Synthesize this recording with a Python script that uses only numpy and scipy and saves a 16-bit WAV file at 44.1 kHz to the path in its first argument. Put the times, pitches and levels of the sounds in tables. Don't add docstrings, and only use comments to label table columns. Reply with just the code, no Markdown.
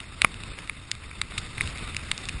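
import sys
import numpy as np
from scipy import signal
from scipy.fft import rfft, irfft
from scipy.io import wavfile
from scipy.ndimage import uniform_filter1d, minimum_filter1d

SR = 44100
rng = np.random.default_rng(int(sys.argv[2]) if len(sys.argv) > 2 else 0)


def amplitude_ratio(level_db):
    exponent = np.asarray(level_db, float) / 20
    return 10 ** exponent


def output_pcm(signal):
    pcm = np.clip(np.atleast_2d(signal).T, -1, 1) * 32767
    wavfile.write(sys.argv[1], SR, np.round(pcm).astype(np.int16))


N = 105840

# [start_s, roar_db, gust_db]
STORM_LEVELS = [(0.0, -47.5, -47), (0.16, -46, -43), (0.52, -44.5, -42.5), (0.56, -45.5, -50),
                (0.62, -45.5, -43.5), (0.66, -47, -47.5), (0.88, -49, -49.5), (0.95, -47.5, -45.5),
                (1.28, -46.5, -44.5), (1.45, -41, -38), (1.52, -45, -45), (1.64, -38.5, -34),
                (1.78, -42, -45), (1.83, -40, -37), (1.87, -43, -41.5), (2.21, -42.5, -45),
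                (2.37, -43, -37.5), (2.4, -46, -43)]
# [pitch_hz, level_db per Hz]
ROAR_SPECTRUM = [(150, -4.5), (400, -13), (800, -16), (1800, -15.5), (3100, -16.5), (4500, -15.5),
                 (5500, -20), (6000, -42.5)]
# [pitch_hz, width_hz, lift_db]
AIR_RESONANCES = [(1251, 470, 8), (2110, 420, 7.5), (2615, 440, 8.5), (3653, 210, 11), (5240, 1200, 1)]
# [start_s, cavity_db, wall_db, lid_db, shell_db]
BLOWN_DROPS = [(0.2179, -10, -20.5, -11, -16.5), (0.2461, -4, -4.5, -37, -23),
               (0.6958, -19, -26.5, -35, -34.5), (0.9147, -23, -54, -20.5, -21.5),
               (1.2148, -18, -22.5, -22.5, -21), (1.3784, -21, -35, -23, -29),
               (1.3817, -39, -28.5, -28, -24), (1.5799, -25, -56, -31, -51),
               (1.6085, -12.5, -24, -41, -34.5), (1.9658, -23, -52, -23.5, -29.5),
               (2.1144, -16.5, -23.5, -19, -20), (2.1779, -35, -56, -33, -31.5),
               (2.2871, -25, -57, -26, -31.5), (2.292, -41, -57, -23, -34),
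               (0.0024, -33, -45, -30, -37.5), (0.0407, -35, -59, -46, -67), (0.342, -49, -40, -34, -39),
                (0.4353, -48, -37, -32.5, -37), (0.5873, -28.5, -38, -34, -41.5),
                (0.6744, -36, -45, -38, -44), (0.951, -38, -38, -44, -41.5), (1.1123, -31.5, -34, -50, -60),
                (1.2357, -37, -72, -50, -57), (1.3204, -36, -32.5, -40, -58),
                (1.3865, -52, -48, -51, -33.5), (1.3914, -43, -49, -50, -41), (1.6155, -34, -55, -43, -37),
                (1.674, -38, -29.5, -28.5, -33), (1.7737, -35, -53, -47, -39),
                (1.7818, -30.5, -49, -45, -40.5), (1.8755, -39, -33.5, -37, -44.5),
                (1.946, -27, -36, -33, -38.5), (2.2542, -50, -46, -38, -34.5)]
RING_PARTS = [0, 0, 1, 1, 2, 3, 3, 4, 5, 5]
# [pitch_hz, level_db, fade_s to fall 60 dB]
HOUSING_RINGS = [
    (2261, 25, 0.0066),
    (1910, -31, .006),
    (1240, 29, 0.0082),
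    (1470, -13, .007),
    (2697, 0, 0.0057),
    (3692, 7, 0.005),
    (4700, -3.5, 0.0098),
    (5110, 0, 0.0041),
    (616, -3, 0.0051),
    (297, -7, 0.0062),
]
PART_LEVELS = [4, -1, 6.5, 8.5]
# [pitch_hz, level_db per Hz]
WIND_SPECTRUM = [(8.8, -26), (15, -4.5), (43, 0.5), (93, -0.5), (140, -7.5), (174, -10), (237, -13.5),
                 (500, -26), (650, -39), (1100, -120)]
# [start_s, cut_db relative to the treble]
TREBLE_CUT = [(0, -14), (.07, -3), (.18, -4), (.27, -13), (.44, -2), (.53, 0), (.64, -16), (1.0, -11),
              (1.11, -3), (1.25, -12), (1.48, -6), (1.62, -22), (1.82, -8), (1.97, -22), (2.27, -20),
              (2.36, -4)]


def evened(x):
    return x / np.sqrt(np.mean(x ** 2) + 1e-20)


def read(points, hz):
    f, value = np.transpose(points)
    return np.interp(np.log(hz + 1), np.log(f + 1), value)


def control(column):
    rows = np.array(STORM_LEVELS)
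    return amplitude_ratio(np.interp(np.arange(N) / SR, rows[:, 0], rows[:, column]))


def filtered(x, order, hz, kind="low"):
    return signal.sosfilt(signal.butter(order, hz, kind, fs=SR, output="sos"), x)


def noise(shape_db, size, patchy_db, flicker_db):
    frames = 4 * N // size + 5
    hz = np.fft.rfftfreq(size, 1 / SR)
    a, b, patches = rng.standard_normal((frames, len(hz), 3)).T
    patches = uniform_filter1d(patches, size=6, axis=0)
    patches = evened(uniform_filter1d(patches, size=10, axis=1))
    flicker = evened(uniform_filter1d(rng.standard_normal(frames), size=3))
    level_db = shape_db(hz)[:, None] + patchy_db * patches + flicker_db * flicker
    z = (a + 1j * b) * amplitude_ratio(level_db)
    return evened(signal.istft(z, nperseg=size, noverlap=3 * size // 4)[1][:N])


def housing_db(hz):
    lifts = [lift_db / (1 + (2 * (hz - f) / width) ** 2) for f, width, lift_db in AIR_RESONANCES]
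    return read(ROAR_SPECTRUM, hz) + sum(lifts)


def surf():
    roar = noise(housing_db, size=512, patchy_db=1.5, flicker_db=1.7)
    level = control(column=1)
    fizz = signal.sosfiltfilt(signal.butter(2, 3000, "high", fs=SR, output="sos"), roar)
    body = roar - fizz
    fizz_swing = (level / amplitude_ratio(-45.5)) ** 0.22
    return amplitude_ratio(1.5) * level * (body + fizz * fizz_swing)


def tick(levels_db):
    t = np.arange(1200) / SR
    splash_s, splash_db, detune = 0.0018, -26, 0.02
    splash = rng.standard_normal(len(t)) * np.exp(-t / splash_s)
    push = (t == 0) + amplitude_ratio(splash_db) * splash
    parts = np.zeros((6, len(t)))
    chances = rng.standard_normal((len(HOUSING_RINGS), 2))
    for part, (hz, db, fade_s), (shift, phase) in zip(RING_PARTS, HOUSING_RINGS, chances):
        swell = t / fade_s * amplitude_ratio(db - 100 * t / fade_s)
        mode = swell * np.sin(2 * np.pi * hz * (1 + detune * shift) * t + 0.4 * phase)
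        parts[part] += signal.fftconvolve(push, mode)[:len(t)]
    stiff = filtered(parts[:5], 3, 1100, "high")
    soft = filtered(stiff[:2], 2, 3200)
    parts = np.vstack([soft, stiff[2:], parts[5:]])

    levels_db = np.add(levels_db, PART_LEVELS)
    wall_db, shell_db = levels_db[1], levels_db[3]
    snap_db = shell_db + min(-15.5 + 0.42 * (shell_db - wall_db), 0)
    thud_db = -1 + 1.8 * min(wall_db, 0)
    gains = amplitude_ratio(np.array([*levels_db, snap_db, thud_db]))
    return gains / abs(parts).max(1) @ parts


def drops():
    out = np.zeros(N + 1200)
    for start_s, *levels_db in BLOWN_DROPS:
        out[round(start_s * SR):][:1200] += tick(levels_db)
    return out[:N]


def spray():
    drops_per_s, spread_db, kinds = 270, -8, 12
    lands = rng.random(N) < drops_per_s / SR
    size = amplitude_ratio(spread_db * np.minimum(rng.exponential(1, N), 4)) * lands
    kind = rng.integers(0, kinds, N)
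    patter = np.zeros(N)
    for k in range(kinds):
        sound = tick(4.0 * rng.standard_normal(4) - PART_LEVELS - 30)
        patter += signal.oaconvolve(size * (kind == k), sound)[:N]
    return amplitude_ratio(-26.5) * control(column=1) * evened(patter)


def wind_db(hz):
    return read(WIND_SPECTRUM, hz) - 30 * (hz > 600)


def wind():
    rumble = noise(wind_db, size=2048, patchy_db=0.67, flicker_db=-1.3)
    return amplitude_ratio(1.67) * control(column=2) * rumble


def scene():
    return np.tile(surf() + drops() + spray() + wind(), (2, 1))


def slow_sampling(x):
    sample_hz, guard_hz, edge_hz, mirror_db = 12000, 5980, 12070, 0.23
    x = filtered(x, 12, guard_hz)
    x = x * (1 + 2 * amplitude_ratio(mirror_db) * np.cos(2 * np.pi * sample_hz * np.arange(N) / SR))
    hz = np.fft.rfftfreq(N, 1 / SR)
    hold = np.sinc(hz / sample_hz)
    band_limit = amplitude_ratio(-74) + 1 / (1 + (hz / edge_hz) ** 70)
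    return irfft(rfft(x) * hold * band_limit, N)


def roughen(x):
    hiss_db, smear_db = -14, -21.5
    hz, t, z = signal.stft(x, SR, nperseg=768)
    a, b, c, d = np.moveaxis(rng.standard_normal(z.shape + (4,)), -1, 0)
    treble = abs(z[(hz > 4500) & (hz < 10000)]) ** 2
    treble_db = 10 * np.log10(np.median(treble, axis=0) + 1e-20)
    treble_db = uniform_filter1d(minimum_filter1d(treble_db, size=5), size=5)
    z = z + amplitude_ratio(treble_db + hiss_db) * (c + 1j * d) * (hz[:, None] < 11000)

    bands = (abs(z[:384]) ** 2).reshape(96, 4, -1).mean(1)
    bands = np.repeat(bands, 4, axis=0)
    bands = np.vstack([bands, bands[-1:]])
    steady_db = 10 * np.log10(uniform_filter1d(bands, size=3, axis=1) + 1e-20)
    waver_db = 2.5 * evened(uniform_filter1d(rng.standard_normal(len(t)), size=3))
    cut_db = treble_db + np.interp(t, *np.transpose(TREBLE_CUT)) + waver_db
    lean_db = 5 * ((hz > 5950) & (hz < 7100)) + 2.5
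    keep = (steady_db > cut_db + lean_db[:, None]) | (hz[:, None] < 4800)
    smear = amplitude_ratio(smear_db) * np.sqrt(bands) * (a + 1j * b)
    return signal.istft(keep * (z + smear), SR, nperseg=768)[1][:N]


def low_pass(x):
    return signal.sosfilt(signal.butter(12, 11250, fs=SR, output="sos"), x)


def record(dry):
    x = roughen(slow_sampling(dry[0]))
    side = amplitude_ratio(-52) * np.roll(x, 300)
    x = x + np.array([[1], [-1]]) * side
    return low_pass(np.clip(x, -1, 1))


dry = scene()
out = record(dry)
output_pcm(out)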